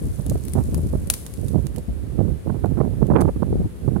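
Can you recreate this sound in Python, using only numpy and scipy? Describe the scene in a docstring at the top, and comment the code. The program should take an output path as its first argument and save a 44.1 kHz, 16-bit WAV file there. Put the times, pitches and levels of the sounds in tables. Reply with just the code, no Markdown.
"""Gusty wind rumble: eddies buffet both ports of a hand-held microphone, the right one hardest.
Dry weeds rustle and tick as someone shifts through them; one stalk snaps.
A rubble wall nearby scatters the stalk cracks faintly.
Underneath: a faint outdoor hush and a thin hiss."""
import sys
import numpy as np
from scipy import signal
from scipy.fft import rfft, irfft
from scipy.io import wavfile
from scipy.ndimage import uniform_filter1d, map_coordinates

SR = 44100
rng = np.random.default_rng(int(sys.argv[2]) if len(sys.argv) > 2 else 0)


def transcribe(u):
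    """Save the signal u as a 16-bit wav file named by the first command-line argument.

    u: samples, shape (n,) or (channels, n), limited to [-1, 1]; the rate is SR.
    q: integer samples, one column per channel.
    """
    v = np.clip(np.atleast_2d(u).T, -1, 1)
    q = np.round(v * 32767).astype(np.int16)
    wavfile.write(sys.argv[1], SR, q)


N = 176400

# buffets per port: [t/s, hold/s, level/dB before port gain]
BUFFETS_LEFT = [(0.018, 0.081, -24), (0.267, 0.088, -25), (0.479, 0.58, -28.5), (0.725, 0.12, -22.5),
                (1.884, 0.01, -24), (2.863, 0.12, -31), (3.104, 0.28, -28.5), (3.123, 0.017, -19),
                (3.5, 0.16, -23.5)]
BUFFETS_RIGHT = [(0, 1.126, -23), (0.249, 0.099, -18.5), (0.558, 0.0635, -15), (0.652, 0.37, -20.5),
                 (1.384, 0.32, -19), (1.547, 0.052, -12), (1.752, 0.041, -18), (1.887, 0.48, -21.5),
                 (2.189, 0.12, -13), (2.463, 0.13, -18), (2.621, 0.39, -17), (2.998, 0.29, -12.5),
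                 (3.36, 0.3, -18), (3.827, 0.17, -18)]
# short air slaps, right port: [t/s, level/dB before port gain, eddy speed offset/dB]
SLAPS_RIGHT = [(0.189, -17, 0), (0.257, -17, 0.5), (0.316, -12.5, -0.86), (0.354, -16, 3),
               (0.553, -13, 2.5), (0.573, -16, 2.5), (0.588, -14, 1.54), (0.605, -13.5, 1.5),
               (0.782, -19, 1), (0.93, -13.5, -0.5), (0.95, -12, 1), (1.074, -20, 1), (1.553, -9.5, -2.5),
               (1.581, -8.5, -3.5), (1.778, -18, 2), (2.184, -6.5, -1.89), (2.205, -10, -1),
               (2.471, -15, 1), (2.496, -13.5, 2.5), (2.544, -15, 3.5), (2.638, -9, 1.17), (2.658, -14, 2),
               (2.713, -8, -4), (2.773, -15.5, 5.5), (2.804, -5, 1.5), (2.834, -12.5, 0), (2.848, -14, 2),
               (3.019, -5, -3), (3.102, -5.5, 0.5), (3.138, -12, 1), (3.157, -4, 6.5), (3.185, -11.5, 6),
               (3.196, -8.5, 5.5), (3.218, -8, 2), (3.247, -8.5, -0.5), (3.28, -12, 5), (3.36, -14, 0.69),
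               (3.423, -10.5, 2), (3.526, -12, -1.5), (3.606, -13, -0.5), (3.878, -7.5, -1),
               (3.959, -11, 2)]
# eddy pressure spectrum at unit speed: [f/Hz, relative level/dB]
EDDY_SPECTRUM = [(30, 3.5), (90, 5.5), (200, -4.5), (400, -13.5), (700, -29), (1100, -51), (1800, -66.5),
                 (3500, -105)]
# stalk ticks and the snap: [t/s, relative level/dB, left minus right/dB, body offset/dB]
STALK_CRACKS = [(0.2632, -23, 9, -32), (0.2963, -14.5, 1.5, -14), (0.4506, -25, 13.5, -30),
                (0.4815, -21.5, 5, 2), (0.534, -17, 7, -29), (0.7437, -17, -0.5, 4.5),
                (1.0715, -25.5, 7, -14), (1.0993, 4.5, 5, -7), (1.1353, -15.5, 9, -12),
                (1.1379, -12, -2, -4), (1.263, -21.5, -6.5, -3), (1.337, -26, 7, -8),
                (1.482, -23.5, 0, -20), (1.667, -22.5, -5, 2), (1.76, -24, -7.5, 2),
                (1.7817, -25.5, -3, -16), (2.657, -31.5, -1.5, -8.5), (3.067, -35, -4, -5),
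                (3.207, -20.5, 4, -23), (3.213, -19, 0, 3)]
# woody stalk body: [f/Hz, relative level/dB]
BODY_SPECTRUM = [(200, -10), (650, 20), (1700, 7), (3000, 8), (10000, 0)]
# leaf rustle envelope: [t/s, level/dB]
RUSTLE_ENVELOPE = [(0, -50.5), (.5, -48), (1.301, -54.5), (1.482, -48), (1.58, -56.5), (1.999, -68)]
# colour of crackle and hiss per port: [f/Hz, relative level/dB]
CRISP_SPECTRUM_LEFT = [(1500, -23), (5000, -19), (8000, -11.5), (10000, -2.5), (12500, -12), (14000, -15),
                       (16000, -19)]
CRISP_SPECTRUM_RIGHT = [(1500, -12.5), (4400, -5.5), (5500, -8), (8300, -3), (12000, -4.5), (14000, -8),
                        (16000, -22)]
# outdoor hush: [f/Hz, relative level/dB]
HUSH_SPECTRUM = [(30, -25), (60, 7.5), (480, -2.5), (800, -17), (1600, -21), (4200, -30), (16000, -55)]

LEFT_GAIN_DB, RIGHT_GAIN_DB = 6.5, -0.44
LEFT_BREEZE_DB, RIGHT_BREEZE_DB = -37.5, -33.5
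LEFT_SPEED_DB, RIGHT_SPEED_DB, BREEZE_SPEED_DB = -1.66, -3.0, -0.95   # eddy speed offsets
SPEED_REF_LEVEL_DB, SPEED_DB_PER_DB = -20, 0.33
BUFFET_RISE_DB_PER_S, BUFFET_FALL_DB_PER_S = 916.5, 491.5
SLAP_HOLD_S, SLAP_RISE_DB_PER_S, SLAP_FALL_DB_PER_S = 0.009, 3993, 1150.5
FLUTTER_HZ, FLUTTER_DB = 18, 1.53
SWIRL_HZ, SWIRL_SPEED_DB, SWIRL_LEVEL_DB = 130, 3.0, 1.5
EDDY_SPAN_S = 0.011
PORT_LOW_CUT_HZ, HIGH_CUT_HZ = 48.7, 15900

CRACK_ATTACK_S, CRACK_HOLD_S, CRACK_T60_S = 0.0016, 0.00097, 0.002
CRACK_DB, BODY_DB = -11, -17.5
SPLINTER_DB, SPLINTER_T60_S = -6, 0.032
SCATTER_DB, SCATTER_T60_S = -31, 0.62

TOUCHES_PER_S, TOUCH_SPREAD_DB, RUSTLE_PAN_DB = 520, 2.5, 2.5
LEAF_LOW_HZ, LEAF_HIGH_HZ, LEAF_Q = 5030, 14600, 1.5
HUSH_DB, HISS_DB, HISS_PAN_DB = -40.5, -57.5, 2


def wind():
    """Each port takes its own buffets; small eddies also slap the right one."""
    left = [(air_push(t, hold_s, db), LEFT_SPEED_DB) for t, hold_s, db in BUFFETS_LEFT]
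    right = [(air_push(t, hold_s, db), RIGHT_SPEED_DB) for t, hold_s, db in BUFFETS_RIGHT]
    slaps = [(air_push(t, SLAP_HOLD_S, db, SLAP_RISE_DB_PER_S, SLAP_FALL_DB_PER_S), speed_db)
             for t, db, speed_db in SLAPS_RIGHT]
    return np.array([from_db(LEFT_GAIN_DB) * port_rumble(left, LEFT_BREEZE_DB),
                     from_db(RIGHT_GAIN_DB) * port_rumble(right + slaps, RIGHT_BREEZE_DB)])


def air_push(at_s, hold_s, db, rise_db_per_s=BUFFET_RISE_DB_PER_S, fall_db_per_s=BUFFET_FALL_DB_PER_S):
    """Level/dB of one push of air: rise until at_s, hold, fall."""
    t = np.arange(N) / SR
    return db - rise_db_per_s * np.maximum(at_s - t, 0) - fall_db_per_s * np.maximum(t - at_s - hold_s, 0)


def port_rumble(pushes, breeze_db):
    """Eddies swirl over one port: harder push, louder and higher rumble."""
    pushes = pushes + [(np.full(N, breeze_db), BREEZE_SPEED_DB)]
    flutter_db = FLUTTER_DB * drift(FLUTTER_HZ)
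    swirl = np.tanh(drift(SWIRL_HZ))
    level_db = np.max([db for db, _ in pushes], axis=0) + flutter_db
    speed_db = np.max([SPEED_DB_PER_DB * (db + flutter_db - SPEED_REF_LEVEL_DB) + offset_db
                       for db, offset_db in pushes], axis=0)
    travel = np.cumsum(from_db(speed_db + SWIRL_SPEED_DB * swirl))
    eddies = coloured(rng.standard_normal(2 * N), EDDY_SPECTRUM)
    span = int(EDDY_SPAN_S * SR)
    eddies /= np.sqrt(uniform_filter1d(uniform_filter1d(eddies ** 2, span), span))   # even strength
    pressure = map_coordinates(eddies, [travel], mode="wrap") * from_db(level_db + SWIRL_LEVEL_DB * swirl)
    return signal.sosfilt(signal.butter(6, PORT_LOW_CUT_HZ, "high", fs=SR, output="sos"), pressure)


def stalks():
    """Dry stalks crack: sharp burst, woody body, brief splintering, faint scatter off the rubble."""
    crack, body = np.zeros((2, N)), np.zeros((2, N))
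    for t, db, pan_db, body_db in STALK_CRACKS:
        start = int(t * SR)
        age_s = np.arange(min(SR // 2, N - start)) / SR
        attack = np.minimum(age_s / CRACK_ATTACK_S, 1) ** 2
        burst = from_db(-60 * np.maximum(age_s - CRACK_ATTACK_S - CRACK_HOLD_S, 0) / CRACK_T60_S)
        splinter = from_db(SPLINTER_DB - 60 * age_s / SPLINTER_T60_S)
        scatter = from_db(SCATTER_DB - 60 * age_s / SCATTER_T60_S)
        envelope = attack * np.hypot(burst, splinter + scatter) * from_db(db) * panned(pan_db)
        crack[:, start:start + len(age_s)] += envelope * from_db(CRACK_DB)
        body[:, start:start + len(age_s)] += envelope * from_db(BODY_DB + body_db)
    return crack * crisp(stereo_noise()) + body * coloured(stereo_noise(), BODY_SPECTRUM)


def leaves():
    """Dry leaves rub: tiny ticks of random size and pitch over brushing noise."""
    level_db = np.interp(np.arange(N) / SR, *np.transpose(RUSTLE_ENVELOPE))
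    sizes = from_db(TOUCH_SPREAD_DB * np.minimum(rng.exponential(1, N), 5))
    touches = (rng.random(N) < TOUCHES_PER_S / SR) * sizes * stereo_noise()
    pitches_hz = np.geomspace(LEAF_LOW_HZ, LEAF_HIGH_HZ, 10)
    touch_hz = rng.choice(pitches_hz, N)
    ticks = sum(signal.lfilter(*signal.iirpeak(hz, LEAF_Q, fs=SR), touches * (touch_hz == hz) + 1e-18)
                for hz in pitches_hz)
    return crisp(rms_one(ticks) + stereo_noise()) * from_db(level_db) * panned(RUSTLE_PAN_DB)


def hush():
    """Steady low outdoor noise."""
    return from_db(HUSH_DB) * coloured(stereo_noise(), HUSH_SPECTRUM)


def hiss():
    """Steady thin hiss, slightly left."""
    return from_db(HISS_DB) * panned(HISS_PAN_DB) * crisp(stereo_noise())


def from_db(db):
    """Decibels to gain."""
    return 10 ** (np.asarray(db) / 20)


def rms_one(x):
    """Scale to unit rms."""
    return x / np.sqrt(np.mean(x ** 2) + 1e-20)


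def panned(db):
    """Channel gains for left minus right in dB."""
    return from_db([[db / 2], [-db / 2]])


def stereo_noise():
    """White noise, independent per channel."""
    return rng.standard_normal((2, N))


def coloured(x, spectrum):
    """Filter by a spectrum table; unit rms."""
    hz, db = np.transpose(spectrum)
    f = np.fft.rfftfreq(x.shape[-1], 1 / SR)
    gain = from_db(np.interp(np.log(f + 1), np.log(hz), db))
    return rms_one(irfft(rfft(x) * gain, x.shape[-1]))


def crisp(x):
    """Bright crackle colour; unit rms per channel."""
    return np.array([coloured(x[0], CRISP_SPECTRUM_LEFT), coloured(x[1], CRISP_SPECTRUM_RIGHT)])


def drift(rate_hz):
    """Smooth random motion, rate_hz / 4 to about rate_hz; unit rms."""
    f = np.fft.rfftfreq(N, 1 / SR)
    band = (f > rate_hz / 4) / np.sqrt(1 + (f / rate_hz) ** 4)
    return rms_one(irfft(rfft(rng.standard_normal(N)) * band, N))


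def scene():
    """Wind over weeds and background."""
    return hiss() + wind() + stalks() + leaves() + hush()


def record(dry):
    """Soft peak limit, then steep high cut."""
    limited = dry / (1 + (dry / 0.85) ** 4) ** 0.25
    return signal.sosfilt(signal.ellip(10, 0.1, 80, HIGH_CUT_HZ, fs=SR, output="sos"), limited)


dry = scene()
out = record(dry)
transcribe(out)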